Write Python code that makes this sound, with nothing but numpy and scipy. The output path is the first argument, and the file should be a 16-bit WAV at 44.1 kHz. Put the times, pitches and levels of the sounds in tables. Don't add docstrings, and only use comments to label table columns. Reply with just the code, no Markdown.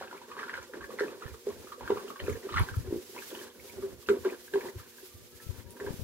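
import sys
import numpy as np
from scipy import signal
from scipy.fft import rfft, irfft, next_fast_len
from scipy.io import wavfile
from scipy.ndimage import map_coordinates

SR = 44100
rng = np.random.default_rng(int(sys.argv[2]) if len(sys.argv) > 2 else 0)


def file_out(sig):
    cols = np.atleast_2d(sig).T
    lim = np.clip(cols, -1, 1)
    pcm = np.round(lim * 32767).astype(np.int16)
    wavfile.write(sys.argv[1], SR, pcm)


def level_to_linear(level):
    exponent = np.asarray(level, float) / 20
    return 10 ** exponent


N = 266112

# peak time in seconds, peak level in dB, pitch in Hz.
BLOWS = [(0.744, -33, 387), (0.772, -34.5, 360), (0.896, -33.5, 468), (1.011, -18.5, 442), (1.08, -35, 456),
         (1.472, -23.5, 454), (1.904, -16, 422), (1.96, -27, 415), (1.974, -34, 417), (2.284, -20, 430),
         (2.325, -35, 467), (2.47, -32.5, 403), (2.606, -33, 372), (2.91, -32, 350), (2.927, -19.5, 350),
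         (2.944, -26.5, 362), (2.962, -25.5, 360), (4.09, -21, 406), (4.171, -26, 402), (4.253, -26.5, 433),
         (5.848, -36, 430)]
# peak time in seconds, peak level in dB, pitch in Hz.
NUDGES = [(0.0162, -41.5, 553), (0.052, -43, 525), (0.2839, -46, 426), (0.586, -42.5, 520),
          (0.698, -43, 510), (0.7912, -40, 362), (0.813, -46, 344), (1.046, -32.5, 350),
          (1.0687, -35.5, 446), (1.1284, -43.5, 540), (1.1832, -53, 437), (1.2188, -44, 422),
          (1.3464, -41, 452), (1.783, -41.5, 494), (1.8122, -43.5, 516), (1.972, -39, 441),
          (2.017, -43, 398), (2.204, -43, 388), (2.2048, -43, 567), (2.509, -39.5, 376), (2.57, -43.5, 323),
          (3.097, -43.5, 383), (3.1352, -45, 390), (3.207, -44, 390), (3.3698, -43, 366),
          (3.4096, -47, 377), (3.439, -46, 390), (4.6833, -40, 390), (4.755, -43, 368), (5.887, -37, 402)]
# peak time in seconds, peak level in dB, pitch in Hz,
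# width in ms.
COLUMN_SWELLS = [(0.941, -39, 467, 12), (1.023, -22, 427, 19.5), (1.484, -25.5, 411, 21),
                 (1.921, -18.5, 407, 15), (2.05, -33.5, 401, 18), (2.297, -26, 426, 14),
                 (2.356, -36.5, 455, 21), (2.371, -43, 430, 12), (2.455, -32, 392, 18),
                 (2.877, -35.5, 376, 20), (3.33, -35, 376, 12.4), (3.787, -36, 373, 21),
                 (3.84, -26.5, 395, 33.6), (4.103, -14.5, 416, 16.5), (4.118, -19, 395, 16),
                 (4.136, -23, 395, 15.7), (4.262, -19.5, 381.4, 20.4), (4.325, -32, 386, 12.7),
                 (4.542, -23, 406, 10), (4.558, -19, 400, 21), (4.576, -23.5, 395, 11),
                 (4.661, -34.5, 381, 17), (2.978, -33.5, 370, 23), (5.034, -41.5, 383, 16),
                 (5.813, -31.5, 400, 13), (5.825, -35.5, 413, 9.6), (5.841, -36, 413, 14),
                 (5.873, -32, 409, 17)]
# frequency in Hz, level in dB, t60 in seconds.
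WALL_MODES = [(224.4, -15, 0.095), (296.7, -23, 0.22), (468, -14.5, 0.11), (520, -19.5, 0.15)]
# start in seconds, length in seconds, wall drag in dB, slosh in dB.
STROKES = [(0.0, 0.042, -48, -44.5), (.11, 0.14, -52, -51), (.29, 0.11, -49, -49.5),
           (.37, 0.25, -49.5, -44.5), (.738, 0.062, -44, -49), (.89, 0.051, -46, -49.5),
           (.98, 0.17, -45.5, -48), (1.21, 0.086, -48.5, -48), (1.47, 0.06, -43.5, -50.5),
           (1.6, 0.09, -50, -53.5), (1.8, 0.25, -46.5, -47), (2.03, 0.088, -45.5, -55),
           (2.2, 0.17, -43, -46), (2.43, 0.061, -46, -49), (2.53, 0.1, -50, -40),
           (2.68, 0.12, -51.5, -50.5), (2.85, 0.089, -43, -51.5), (3.15, 0.032, -46, -46.5),
           (3.31, 0.15, -46, -47.5), (3.55, 0.2, -53.5, -61), (3.77, .15, -46, -56),
           (4.09, 0.047, -39.5, -47), (4.25, 0.049, -38, -43.5), (4.535, 0.13, -43.5, -47),
           (4.78, 0.054, -60, -51.5), (5.2, 0.07, -54.5, -78), (5.5, 0.098, -53.5, -54.5),
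           (5.68, 0.074, -52.5, -71), (5.8, 0.12, -41.5, -51.5), (5.95, 0.058, -59, -72)]
# frequency in Hz, width in Hz, level in dB.
BUCKET_MODES = [(242.6, 40.4, -7.5), (300.5, 30, -7.5), (395, 38, -1), (481.7, 30, -5.5), (512.8, 41, -5)]
# frequency in Hz, width in Hz, level in dB.
POCKET_MODES = [(945, 200, 8), (1190, 8.4, 8), (1390, 160, 3.5), (1716, 350, 10), (2330, 530, 7.5),
                (3740, 1850, 5.5)]
# peak time in seconds, peak level in dB, pitch in Hz.
SLAPS = [(0.0248, -31, 1390), (0.013, -33, 756), (0.1289, -33.5, 970), (0.3677, -34, 1140),
         (0.4311, -26.5, 1450), (0.4958, -23, 1670), (0.5345, -31.5, 1530), (0.5542, -29.5, 1720),
         (0.5773, -29.5, 1410), (0.7367, -31.5, 1600), (0.9943, -22, 1550), (1.0062, -22.5, 1670),
         (1.8096, -33, 960), (1.8775, -25, 1430), (1.8964, -34, 1140), (1.9044, -23.5, 890),
         (1.9738, -30, 1120), (2.2805, -31.5, 1340), (2.5818, -16, 1820), (2.587, -24, 1390),
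         (2.5978, -25, 1050), (3.1644, -39, 1530), (4.0884, -16.5, 1440), (4.2497, -29.5, 1440),
         (4.5577, -28.5, 920), (5.801, -33, 1650)]
# peak time in seconds, peak level in dB, pitch in Hz.
GULPS = [(0.2177, -43, 930), (0.3166, -37, 1160), (0.3918, -32.5, 1860), (0.3961, -33, 1190),
         (0.54, -31.5, 1560), (0.8432, -34.5, 1700), (0.988, -32, 2020), (1.0366, -31, 1740),
         (1.2236, -35.5, 1280), (1.6733, -42.5, 1220), (1.7224, -34, 1213), (4.657, -40, 945),
         (4.666, -40.5, 930), (4.345, -47, 1480), (4.33, -41.5, 1640), (4.262, -37.5, 960),
         (0.515, -42, 1590), (0.565, -45, 1350), (5.768, -48, 1650), (5.772, -54, 980), (4.985, -48, 1620),
         (4.03, -51.5, 1170), (4.16, -45.5, 1040), (1.9195, -36, 1350), (1.9688, -34, 1290),
         (2.104, -35, 1190), (2.202, -35.5, 1850), (2.4915, -33, 1240), (2.5422, -27.5, 1200),
         (2.5624, -24.5, 1390), (2.5722, -21.5, 1300), (2.6883, -32, 1560), (2.7429, -37.5, 1310),
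         (3.2232, -38, 1670), (3.8269, -42.5, 1190), (4.4805, -43, 1640), (4.5393, -29.5, 1640),
         (4.6861, -39, 1830), (5.8663, -35.5, 1600), (5.8746, -41.5, 920)]
# peak time in seconds, peak level in dB, pitch
# in Hz.
POPS = [(0.0444, -46, 1617), (0.0753, -41, 1600), (0.1132, -41, 1396), (0.1462, -44, 1300),
        (0.1581, -49, 1396), (0.3033, -48, 1139), (0.3537, -46, 1065), (0.3811, -38, 1617),
        (0.4205, -37.8, 1680), (0.437, -32.5, 1470), (0.4834, -37, 1450), (0.6166, -47, 1370),
        (0.7513, -54, 1506), (0.7737, -46, 1090), (0.8102, -36, 1617), (0.8122, -42, 1065),
        (0.8256, -43, 1170), (0.8321, -41.8, 1764), (0.9059, -42, 1150), (1.0217, -38, 1720),
        (1.0835, -44, 1200), (1.127, -49, 1160), (1.109, -48, 1270), (1.2397, -46, 1860),
        (1.2661, -41.5, 1760), (1.3429, -46, 1210), (1.5026, -44, 1075), (1.7031, -49, 1290),
        (1.8313, -41, 890), (1.8423, -47, 1396), (1.8548, -39, 1610), (1.8628, -42, 930),
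        (2.0793, -45, 1350), (2.1606, -43, 1650), (2.1611, -39.5, 1110), (2.2634, -48, 1300),
        (2.2723, -39, 1680), (2.2958, -38.5, 2205), (2.2963, -41, 1240), (2.3292, -40, 2120),
        (2.3571, -40.5, 1727), (2.5248, -40.4, 1249), (2.5302, -40, 1837), (2.637, -54, 1396),
        (2.6375, -43.5, 875), (2.6869, -47.5, 860), (2.7138, -45, 1670), (3.1648, -42.5, 920),
        (3.1793, -44.6, 2241), (3.3484, -43.5, 910), (3.4157, -40.5, 1740), (4.2558, -36.5, 1530),
        (4.607, -38, 960), (4.6105, -40, 2180), (4.6185, -46, 1020), (4.6415, -46, 960),
        (4.7996, -44.5, 1280), (5.4017, -46, 1730), (5.8023, -43, 1010)]
# frequency in Hz, density in dB per Hz.
SPRAY_SPECTRUM = [(500, -50), (900, 15), (2300, 6), (4200, 1), (9000, -13.5), (16000, -54)]
# peak time in seconds, peak level in dB, pitch
# in Hz.
SPITS = [(1.0827, -39, 2600), (4.105, -39, 2160), (2.2, -37, 3080), (2.505, -42, 3100), (2.5938, -36, 3470),
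         (3.1906, -39, 2600), (3.6, -45, 2240), (3.3524, -38.5, 3000), (3.3922, -41, 3140),
         (4.302, -42, 2500), (4.292, -44, 2100), (3.7, -43, 2350), (2.572, -28, 2100), (2.601, -35, 2260),
         (2.617, -37, 2300), (0.32, -42, 2530), (0.541, -38, 2150), (2.432, -46.5, 1950),
         (5.808, -42, 1900),
         (0.0818, -49, 2706), (0.1792, -45.5, 2340), (0.5173, -49.2, 2856), (0.9995, -47, 5540),
         (1.0002, -43, 4380), (1.9017, -57, 2856), (2.0149, -52, 2780), (2.0846, -45, 2893),
         (2.195, -46, 2270), (2.205, -44, 4220), (2.329, -46, 6550), (2.2419, -45, 2505),
         (2.266, -44, 2555), (2.5258, -43, 4100), (2.6335, -49, 3107), (2.633, -42, 4600),
         (2.645, -50.0, 4009), (3.1806, -41, 2300), (3.305, -48.4, 3357), (3.5045, -51, 3457),
         (4.0648, -47, 2770), (4.0727, -49.0, 3808), (4.072, -47.5, 6113), (4.2498, -58, 3507),
         (4.284, -45, 2405), (4.6, -52, 2600)]
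# peak time in seconds, peak level in dB, pitch in Hz.
SNAPS = [(0.63, -36, 6500), (1.0, -40, 8290), (1.49, -36, 6500), (2.202, -30, 2600), (3.1645, -33, 2300),
         (4.0727, -38, 4500), (2.169, -40, 3500), (2.277, -41, 5800), (2.2915, -40, 11500),
         (2.2995, -33, 7400), (2.301, -39, 10800), (4.096, -35, 3700), (2.5957, -27, 10900),
         (4.0882, -24, 3000), (4.0953, -32, 7600), (4.538, -30, 3300), (5.7075, -35, 10000)]
# frequency in Hz, t60 in seconds.
ROOM_T60 = [(300, 0.51), (2000, 0.068), (12000, 0.16)]
# peak time in seconds, peak level in dB, width in ms,
# push (+1) or suck (-1).
PUFFS_LEFT = [(2.237, -32, 23, -1), (2.301, -30.5, 10, 1), (2.336, -36, 22, 1), (2.564, -26, 7.9, 1),
              (2.615, -16, 14.2, 1), (2.73, -34, 13, -1), (2.775, -21, 17.5, -1), (2.805, -28.5, 10, 1),
              (2.857, -35.5, 21, 1), (2.889, -32, 16, -1), (4.766, -35, 21, -1), (5.155, -56, 54, -1),
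              (5.468, -33, 7.4, 1), (5.498, -25, 19, 1), (5.869, -43, 16, -1), (5.908, -22.5, 5, 1),
              (5.941, -29.5, 4.7, -1), (5.996, -30, 5.2, -1), (6.019, -29, 16, 1)]
# peak time in seconds, peak level in dB, width in ms,
# push (+1) or suck (-1).
PUFFS_RIGHT = [(1.259, -29, 10.3, 1), (1.324, -41, 20, -1), (2.227, -36, 19, 1), (2.282, -37, 11, 1),
               (2.319, -28.5, 15.5, -1), (2.565, -28.5, 41, -1), (2.607, -19, 34.6, 1),
               (2.635, -27, 7.8, 1), (2.717, -33, 8, 1), (2.78, -23, 19.5, 1), (2.888, -37, 28, -1),
               (4.767, -35, 16, -1), (5.155, -50, 31, -1)]
# start in seconds, length in seconds, left level in dB, right level in dB.
GUSTS = [(0.0, 0.086, -68, -64), (.57, 0.047, -76, -61), (.81, 0.041, -49.5, -51),
         (1.25, 0.095, -54, -52.5), (1.45, 0.17, -62, -63), (1.82, 0.036, -56, -52.5),
         (1.9, 0.083, -56, -55), (2.22, 0.15, -53, -48.5), (2.52, 0.46, -49, -47), (3.58, 0.075, -72, -54),
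         (3.7, 0.24, -69, -58), (3.92, 0.08, -66, -57), (4.08, 0.078, -57, -58), (4.19, 0.027, -52, -51),
         (4.55, 0.17, -65, -67), (4.74, 0.076, -51, -54), (5.14, 0.12, -57.5, -58.5),
         (5.33, 0.042, -56.5, -62), (5.44, 0.11, -47.5, -68), (5.58, 0.15, -48.5, -74),
         (5.82, 0.29, -44.5, -60)]
# frequency in Hz, density in dB per Hz.
DRAUGHT_SPECTRUM = [(15, -35), (40, -13), (70, 2), (105, 0), (160, -11), (300, -10), (600, -37),
                    (1200, -120)]
# frequency in Hz, rms level in dB.
HUM_OVERTONES = [(240, -69.5), (360, -62), (480, -65.5)]
# peak time in seconds, peak level in dB, pitch in Hz, width in ms.
WHINES = [
    (3.7, -59, 955, 55),
    (5.16, -65, 1180, 130),
    (5.36, -68, 1690, 100),
    (5.34, -68, 1310, 120),
    (5.45, -61, 1320, 90),
    (5.53, -64, 950, 40),
    (5.72, -61, 950, 150),
]
# frequency in Hz, density in dB per Hz.
HISS_SPECTRUM = [(350, 2), (720, -1), (3000, 3), (5000, 3.5), (7400, 2.5), (8300, -0.5), (12000, 2),
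                 (15700, -1.5)]
# start in seconds, length in seconds, hiss level in dB.
OPENINGS = [(0.0, 0.2, -64), (.38, 0.34, -64.5), (.8, 0.062, -62.5), (.95, 0.13, -58.5), (1.33, 0.012, -59),
            (1.47, 0.25, -58.5), (1.9, 0.24, -57), (2.28, 0.044, -57), (2.35, 0.15, -61.5),
            (2.56, 0.093, -57), (2.7, 0.11, -57.5), (2.96, 0.045, -56.5), (3.1, 0.1, -56.5),
            (3.22, 0.23, -53), (3.65, 0.21, -57), (4.08, 0.23, -57), (4.43, 0.047, -57.5),
            (4.58, 0.089, -55.5), (4.78, 0.12, -59), (5.0, 0.084, -56.5), (5.17, 0.15, -62.5),
            (5.47, 0.09, -57.5), (5.78, 0.058, -60), (5.93, 0.089, -55.5)]

BLOW_MS, NUDGE_MS, SPIT_MS, SNAP_MS = 5.5, 12.55, 4.3, 0.33
SLAP_CYCLES, GULP_CYCLES, POP_CYCLES = 2.26, 6.2, 6.3
PUFF_HZ, PUFF_SLOWS = 161, 0.19
LEFT_LAG_SAMPLES, FLOOR_LAG_SAMPLES = 4, 140
BAND_LIMIT_HZ = 15790


def unit(x):
    return x / np.sqrt(np.mean(x ** 2, axis=-1, keepdims=True) + 1e-20)


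def along(points, hz):
    point_hz, value = np.transpose(points)
    return np.interp(np.log(hz + 1), np.log(point_hz + 1), value)


def wobble(rate_hz):
    knots = rng.standard_normal(int(N * rate_hz / SR) + 4)
    return map_coordinates(knots, [np.arange(N) * rate_hz / SR])


def filtered(x, response):
    size = next_fast_len(N + SR // 2)
    spectrum = rfft(x, size) * response(np.fft.rfftfreq(size, 1 / SR))
    return irfft(spectrum, size)[..., :N]


def resonances(modes):
    def response(hz):
        total = 0
        for k, (centre_hz, width_hz, db) in enumerate(modes):
            damping = 1j * hz * width_hz
            total = total + (-1) ** k * level_to_linear(db) * damping / (centre_hz ** 2 - hz ** 2 + damping)
        return total
    return response


def spells(rows, rest_db, rise_db_s, fall_db_s):
    hop = 64
    t = np.arange(0, N + hop, hop) / SR
    power = level_to_linear(rest_db) ** 2
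    for start_s, length_s, *db in rows:
        before = rise_db_s * np.maximum(start_s - t, 0)
        after = fall_db_s * np.maximum(t - start_s - length_s, 0)
        power = power + level_to_linear(np.subtract.outer(db, before + after)) ** 2
    return np.repeat(np.sqrt(power), hop, axis=1)[:, :N]


def bursts(rows, skew, glide, flat, size, column_hz=None, wander=0):
    peak_s, db, hz, ms, *push = np.transpose(rows)[:, :, None]
    step = np.arange(-size, 2 * size)
    u = step / SR / (ms / 1000)
    shape = np.exp(-np.abs(u * np.where(u < 0, 2 * skew, 2 / skew)) ** flat)
    start = (push[0] < 0) / 2 if push else rng.random(peak_s.shape)
    if column_hz:
        start = column_hz * peak_s
    bend = glide + wander * np.cos(2 * np.pi * start)
    turns = hz * step / SR * (1 + bend * np.tanh(u)) + start
    tone = level_to_linear(db) * shape * np.cos(2 * np.pi * turns)
    at = np.clip(np.round(peak_s * SR).astype(int) + step, 0, N)
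    return np.bincount(at.ravel(), tone.ravel(), N + 1)[:N]


def bumps():
    wall, t = np.zeros(N + SR), np.arange(SR // 5) / SR
    rows = [(*blow, BLOW_MS) for blow in BLOWS] + [(*nudge, NUDGE_MS) for nudge in NUDGES] + COLUMN_SWELLS
    onset = 1 - np.exp(-t / 0.014)
    for peak_s, db, _, ms in rows:
        ring = 0
        for mode_hz, mode_db, t60_s in WALL_MODES:
            decay = level_to_linear(mode_db + rng.normal(0, 3) - 60 * t / t60_s)
            ring = ring + decay * np.sin(2 * np.pi * mode_hz * rng.normal(1, .025) * t)
        first = max(round((peak_s - .4 * ms / 1000) * SR), 0)
        wall[first:][:len(t)] += level_to_linear(db) * ring * onset
    column = bursts(rows, skew=1.57, glide=-0.018, flat=1.43, size=2600, column_hz=401.8)
    return column + wall[:N]


def stirring():
    drag_gain, slosh_gain = spells(STROKES, rest_db=[[-62], [-68]], rise_db_s=800, fall_db_s=150)
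    rub = level_to_linear(2.6 * wobble(45)) * rng.standard_normal((2, N))
    drag = unit(filtered(rub[0] + rub, resonances(BUCKET_MODES)))
    chance = rng.random((4500, 4))
    peak_s = chance[:, 0] * N / SR
    level_db = 8 * chance[:, 1] ** 3
    pitch_hz = 880 * level_to_linear(8.5 * chance[:, 2] ** 1.3)
    width_ms = 1.6 + 6.5 * chance[:, 3] ** 2
    swarm = np.c_[peak_s, level_db, pitch_hz, width_ms]
    pockets = unit(bursts(swarm, skew=1.85, glide=0.031, flat=1.13, size=420, wander=.06))
    rush = rng.standard_normal((2, N))
    clumps = level_to_linear(1.8 * wobble(38))
    slosh = unit(filtered(clumps * (.85 * pockets + rush[0] + rush), resonances(POCKET_MODES)))
    return level_to_linear(-2.5) * drag_gain * drag, level_to_linear(-6.5) * slosh_gain * slosh


def in_cycles(table, cycles):
    return [(peak_s, db, hz, 1000 * cycles / hz) for peak_s, db, hz in table]


def gulps():
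    slaps = bursts(in_cycles(SLAPS, SLAP_CYCLES), skew=1.5, glide=.03, flat=1.4, size=500, wander=.06)
    rows = in_cycles(GULPS, GULP_CYCLES) + in_cycles(POPS, POP_CYCLES)
    pockets = bursts(rows, skew=1.15, glide=.025, flat=1.4, size=500, wander=.06)
    tones = slaps + pockets * (1 + .15 * wobble(420))
    spray = unit(filtered(rng.standard_normal(N), lambda hz: level_to_linear(along(SPRAY_SPECTRUM, hz))))
    decay = level_to_linear(-60 * np.arange(4000) / SR / 0.026)
    settling = signal.fftconvolve(np.abs(tones), decay)[:N]
    return tones + level_to_linear(-47) * settling * spray


def spits():
    drop_rows = [(*drop, SPIT_MS) for drop in SPITS]
    drops = bursts(drop_rows, skew=0.72, glide=0.063, flat=4.4, size=300)
    snaps = bursts([(*snap, SNAP_MS) for snap in SNAPS], skew=0.53, glide=0, flat=1.7, size=100)
    return drops * (.9 + 0.45 * wobble(1100)) + snaps


def room(x):
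    hz, t, z = signal.stft(rng.standard_normal((2, SR // 2)), SR, nperseg=256)
    spread = np.clip(hz / 900, .45, 1.2)[:, None]
    z = z[0] + spread * np.array([z[1], -z[1]])
    decay = level_to_linear(-60 * t / along(ROOM_T60, hz)[:, None])
    tail = signal.istft(z * decay, SR, nperseg=256)[1]
    delayed = np.pad(x, (200, 0))[None]
    return signal.fftconvolve(delayed, tail / np.linalg.norm(tail[0]), axes=1)[:, :N]


def puffs(table):
    rows = [(peak_s, db, PUFF_HZ / ms ** PUFF_SLOWS, ms, push) for peak_s, db, ms, push in table]
    return bursts(rows, skew=1.43, glide=0.027, flat=5.3, size=2200)


def draught():
    swirl_db = 4.3 * np.array([wobble(18), wobble(13)])
    eddies = level_to_linear(swirl_db) * rng.standard_normal((2, N))
    bed = unit(filtered(eddies, lambda hz: level_to_linear(along(DRAUGHT_SPECTRUM, hz))))
    gust_gain = spells(GUSTS, rest_db=-72.0, rise_db_s=1200, fall_db_s=680)
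    return gust_gain * level_to_linear(2.5) * bed + np.array([puffs(PUFFS_LEFT), puffs(PUFFS_RIGHT)])


def hum():
    t = np.arange(N) / SR
    steady = 0
    for hz, db in HUM_OVERTONES:
        gain = level_to_linear(db + 2.0 + 2.7 * wobble(3.11))
        steady = steady + gain * np.sin(2 * np.pi * hz * t + 1.1 * wobble(22))
    whines = bursts(WHINES, skew=1.15, glide=0.006, flat=2.5, size=9000)
    return steady + whines * (.85 + .35 * wobble(60))


def hiss():
    white = rng.standard_normal((2, N))
    noise = unit(filtered(white, lambda hz: level_to_linear(along(HISS_SPECTRUM, hz)) * (hz > 150)))
    top = filtered(noise, lambda hz: np.clip(hz / 5000 - 1.6, 0, 1))
    noise = noise + (np.linspace(-.22, .3, N) + .13 * wobble(40)) * top
    gain = spells(OPENINGS, rest_db=-62.5, rise_db_s=81, fall_db_s=150)
    flutter = level_to_linear(2.5 + 1.4 * wobble(35) + 0.87 * wobble(70))
    return gain * flutter * level_to_linear([[-1.1], [1.1]]) * noise


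def scene():
    drag, slosh = stirring()
    knocks, wet, fine = bumps(), gulps(), spits()
    bucket = (knocks + wet + fine + drag + slosh) * level_to_linear([[-.7], [.7]])
    bucket = np.array([np.roll(bucket[0], LEFT_LAG_SAMPLES), bucket[1]])
    deep = .13 * knocks
    floor = level_to_linear(-15.5) * np.roll(knocks, FLOOR_LAG_SAMPLES) * [[1], [-1]]
    echo = level_to_linear(-2.5) * room(deep + wet + 0.99 * fine)
    return bucket + floor + echo + draught() + hum() + hiss()


def roll_off(x):
    return signal.sosfilt(signal.butter(12, 16670, fs=SR, output="sos"), x)


def record(dry):
    mix = filtered(dry, lambda hz: hz < BAND_LIMIT_HZ)
    return roll_off(mix)


dry = scene()
out = record(dry)
file_out(out)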